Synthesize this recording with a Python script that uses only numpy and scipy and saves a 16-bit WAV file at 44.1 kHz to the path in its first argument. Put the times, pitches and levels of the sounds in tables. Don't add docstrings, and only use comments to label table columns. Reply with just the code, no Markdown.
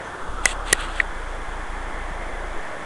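import sys
import numpy as np
from scipy import signal
from scipy.fft import rfft, irfft
from scipy.io import wavfile
from scipy.ndimage import uniform_filter1d

SR = 44100
rng = np.random.default_rng(int(sys.argv[2]) if len(sys.argv) > 2 else 0)


def inscribe(sig):
    pcm = np.round(np.clip(np.atleast_2d(sig).T, -1, 1) * 32767)
    wavfile.write(sys.argv[1], SR, pcm.astype(np.int16))


N = 125685

# freq_hz, relative_db
RIVER_COLOUR = [(20, -13), (65, 4), (100, -16), (140, -0.5), (200, -7.5), (260, -4), (340, -0.5),
                (500, -0.76), (800, 1), (1100, 2), (1600, -3), (1820, -2), (1910, -9), (2030, -0.5),
                (2600, -5)]
# time_s, level_db
RIVER_LEVEL = [(0, -33), (0.3, -33.5), (0.55, -31.5), (0.85, -33), (1.12, -34), (1.6, -34), (2.1, -33.5),
               (2.45, -34.5), (2.85, -33.5)]
# time_s, tilt_db_per_octave
RIVER_TILT = [(0, -1.5), (0.6, 0.4), (1.1, -1), (1.6, -0.34), (2.1, -1.5), (2.85, -1.1)]
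# time_s, pitch_hz, lift_db
EDDY_GURGLE = [(0, 420, -0.5), (0.6, 1080, 0), (1.4, 930, 0.5), (1.9, 830, 2), (2.2, 685, 4),
               (2.5, 640, 4.5), (2.85, 600, 4)]
# time_s, treble_edge_hz, resonance_db
HAND_SHADE = [(0, 2030, 5), (0.3, 1610, 7), (0.6, 1640, 2.5), (0.9, 1700, 7.5), (1.1, 1960, 5.5),
              (1.6, 2050, 3), (2.1, 2080, 6.5), (2.85, 2090, 6)]
# start_s, contact_s, crackle_db, ring_db, pitch_hz, ring_t60_s,
# rebound_after_s, rebound_db, softness_s
CASE_KNOCKS = [(0.4556, 0.0023, -2.5, -2.5, 1990, 0.017, 0.0020, -5.5, 0.0002),
               (0.7277, 0.0041, -1, -11, 1915, 0.017, 0.00313, -1, 0.0002),
               (1.0005, 0.001, -32, 7.5, 2020, 0.0075, 0.00215, 9, 0.0009)]
# pitch_ratio, relative_db, t60_ratio
CAVITY_MODES = [(1, 0, 1), (1.14, -14, 0.9), (1.9, -25, 0.8)]
# pitch_hz, relative_to_crackle_db, t60_s
CASE_MODES = [(7600, -22, 0.022), (8250, -24, 0.035), (10100, -25, 0.012)]
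# freq_hz, relative_db
CRACKLE_COLOUR = [(100, -26), (300, 0.5), (700, -10.5), (1300, -8.5), (2000, 6), (3300, -2), (4800, -5),
                  (6800, 2), (8800, -1.5), (10500, 4), (12500, -6.5)]
# start_s, length_s, level_db, rise_s, fall_s, treble_db
FINGER_STROKES = [(0.414, 0.068, -37, 0.041, 0.0045, -3), (0.455, 0.09, -31.5, 0.0042, 0.033, 0),
                  (0.646, 0.055, -35.5, 0.029, 0.012, -6), (0.689, 0.089, -32.5, 0.011, 0.052, -6),
                  (0.759, 0.12, -34.5, 0.038, 0.034, -7.5), (0.864, 0.09, -42, 0.022, 0.013, -8),
                  (0.94, 0.083, -38, 0.017, 0.0073, -6.5)]
# freq_hz, relative_db
SKIN_COLOUR = [(300, -26), (1500, -11), (2000, -0.5), (2300, -4.5), (2700, -0.5), (3000, -4), (3350, 0),
               (3700, -7), (4200, -8.5), (5400, -19.5), (6800, -10.5), (7800, -8), (8300, -2.5),
               (8800, -13.5), (10000, -12.5), (12000, -23)]
# freq_hz, relative_db
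CASE_TICK_COLOUR = [(5000, -30), (7500, -14), (9500, 8), (10500, -6), (12500, -6)]
# first_pulse_s, last_pulse_s, pulse_count
FLUTTER_BURSTS = [(0.347, 0.571, 8), (0.597, 0.748, 6), (0.793, 1.098, 10), (1.167, 1.42, 8),
                  (1.488, 1.631, 5), (1.702, 1.88, 6), (1.946, 2.268, 10), (2.339, 2.516, 6)]
# middle_s, half_length_s, level_db
FLUTTER_THUDS = [(0.24, 0.023, -27), (0.295, 0.0063, -20.5), (0.312, 0.0085, -24), (2.576, 0.018, -18.5)]
# freq_hz, relative_db
HISS_COLOUR = [(20, -16), (70, 5), (200, 3), (500, -30), (2300, 7), (2700, 8), (3000, 9), (3400, 13),
               (3750, 4.5), (4300, 1), (5300, 0.5), (6500, 1.5), (8200, 0.3), (9500, 0), (11000, -2.5),
               (13000, -4.5)]
# middle_s, half_length_s, pitch_hz, glide_hz_per_s, level_db
HIGH_WHISTLES = [(0.062, 0.036, 6200, -500, -58), (1.27, 0.06, 6130, -1200, -66)]


def amp(db):
    return 10 ** (np.asarray(db) / 20)


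def unit(x):
    return x / np.sqrt(np.mean(x ** 2) + 1e-20)


def spectrum(points, hz):
    freqs, db = np.transpose(points)
    return np.interp(np.log(hz + 1), np.log(freqs + 1), db)


def curves(points, t):
    times, *columns = np.transpose(points)
    return [np.interp(t, times, column) for column in columns]


def add(mix, start_s, sound):
    part = mix[max(round(start_s * SR), 0):][:len(sound)]
    part += sound[:len(part)]


def noise(colour):
    gain = amp(spectrum(colour, np.fft.rfftfreq(N, 1 / SR)))
    return unit(irfft(rfft(rng.standard_normal(N)) * gain, N))


def drift(count, smooth):
    return unit(uniform_filter1d(rng.standard_normal(count), smooth))


def mode(t, hz, db, t60):
    return amp(db - 60 * t / t60) * np.sin(2 * np.pi * hz * t)


def lowpass(x, hz, taps):
    return signal.oaconvolve(x, signal.firwin(taps, hz, window=("kaiser", 9), fs=SR), "same")


def river(patch_db=1.0, swell_db=0.09, pivot_hz=860, gurgle_octaves=0.33, resonance_octaves=0.32):
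    frame, hop = 1024, 256
    t = np.arange(N // hop + 5) * hop / SR
    hz = np.fft.rfftfreq(frame, 1 / SR)[:, None]
    real, imag, patches = rng.standard_normal((len(t), len(hz), 3)).T
    patches = uniform_filter1d(patches, size=7, axis=0)
    patches = unit(uniform_filter1d(patches, size=10, axis=1))
    water_db = spectrum(RIVER_COLOUR, hz) + patch_db * patches + swell_db * drift(len(t), smooth=14)
    tilt, = curves(RIVER_TILT, t)
    water_db += tilt * np.clip(np.log2((hz + 1) / pivot_hz), -2, 1)
    gurgle_hz, lift_db = curves(EDDY_GURGLE, t)
    water_db += lift_db * np.exp(-(np.log2((hz + 1) / gurgle_hz) / gurgle_octaves) ** 2)
    edge_hz, resonance_db = curves(HAND_SHADE, t)
    edge_ratio = (hz + 1) / edge_hz
    hand_db = resonance_db * np.exp(-(np.log2(edge_ratio / 0.88) / resonance_octaves) ** 2)
    gain = amp(water_db + hand_db) / np.sqrt(1 + edge_ratio ** 11)
    _, wash = signal.istft((real + 1j * imag) * gain, nperseg=frame, noverlap=frame - hop)
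    level_db, = curves(RIVER_LEVEL, np.arange(N) / SR)
    return amp(level_db) * unit(wash[:N])


def bubbles(level_db=-51, per_s=260, low_hz=414.4, high_hz=1980, sizes=30, cycles=9, glide=0.022):
    out, t = np.zeros(N), np.arange(SR // 10) / SR
    for hz in np.geomspace(low_hz, high_hz, sizes):
        age = t * hz / cycles
        envelope = (1 - np.exp(-t * hz)) * np.exp(-age)
        ring = envelope * np.sin(2 * np.pi * hz * t * (1 + glide * age / 2))
        births = rng.random(N) < per_s / sizes / SR
        strength_db = 4 * np.minimum(rng.exponential(1, N), 3)
        out += signal.oaconvolve(births * amp(strength_db), ring)[:N]
    return amp(level_db) * unit(out)


def knocks(release_s=0.0001, push_hz=560, push_width_s=0.0006):
    out, t = np.zeros(N), np.arange(SR // 20) / SR
    for start, contact, crackle_db, ring_db, hz, t60, rebound_after, rebound_db, softness in CASE_KNOCKS:
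        cavity = sum(mode(t, hz * ratio, db, t60 * share) for ratio, db, share in CAVITY_MODES)
        cavity *= 1 - np.exp(-(t / softness) ** 2)
        case = sum(mode(t, *row) for row in CASE_MODES)
        crackle = np.exp(-np.maximum(t - contact, 0) / release_s) * noise(CRACKLE_COLOUR)[:len(t)]
        late = t - 0.78 * contact
        push = amp(-2) * np.exp(-(late / push_width_s) ** 2) * np.sin(2 * np.pi * push_hz * late)
        add(out, start, amp(crackle_db) * (crackle + case + push) + amp(ring_db) * cavity)
        add(out, start + rebound_after, amp(rebound_db) * cavity)
    return out


def rubs(grain=0.16, treble_hz=5000):
    t, out = np.arange(N) / SR, np.zeros(N)
    for start, length, level_db, rise, fall, treble_db in FINGER_STROKES:
        friction = noise([(hz, db + treble_db * (hz > treble_hz)) for hz, db in SKIN_COLOUR])
        envelope = np.clip(np.minimum((t - start) / rise, (start + length - t) / fall), 0, 1)
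        out += amp(level_db) * envelope * friction
    return out * unit(np.exp(grain * drift(N, smooth=150)))


def tick(start_s=0.8092, level_db=-20.5, fade_s=0.0006):
    age = np.arange(N) / SR - start_s
    return amp(level_db) * (age > 0) * np.exp(-abs(age) / fade_s) * noise(CASE_TICK_COLOUR)


def flutter(pulse_db=-20.5, accent_db=1.0, half_width_s=0.0069, settle_hz=0.68):
    t, out = np.arange(N) / SR, np.zeros(N)
    for first, last, count in FLUTTER_BURSTS:
        for middle in np.linspace(first, last, count):
            db = pulse_db + accent_db * (middle == first)
            out -= amp(db) * np.exp(-abs((t - middle) / half_width_s) ** 1.47)
    for middle, half_length, db in FLUTTER_THUDS:
        out -= amp(db) * np.exp(-abs((t - middle) / half_length) ** 3.5)
    return signal.lfilter(*signal.butter(1, settle_hz, "high", fs=SR), out)


def hiss(level_db=-47.5):
    return amp(level_db) * noise(HISS_COLOUR)


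def whistles(waver_hz=60):
    t, out = np.arange(N) / SR, np.zeros(N)
    waver = waver_hz * drift(N, smooth=200)
    for middle, half_length, hz, glide, db in HIGH_WHISTLES:
        phase = 2 * np.pi * np.cumsum(hz + glide * (t - middle) + waver) / SR
        envelope = np.exp(-((t - middle) / half_length) ** 2)
        out += amp(db) * envelope * unit(np.sin(phase))
    return out


def scene():
    water = river() + bubbles()
    handling = rubs() + knocks() + tick()
    background = flutter() + hiss() + whistles()
    return (water + handling + background)[None]


def record(dry):
    ceiling = amp(-2.4)
    overloaded = np.clip(dry[0], -ceiling, ceiling)
    rounded = lowpass(overloaded, hz=11000, taps=65)
    clipped = np.clip(rounded, -ceiling, ceiling)
    return lowpass(clipped, hz=16400, taps=255)[None]


dry = scene()
out = record(dry)
inscribe(out)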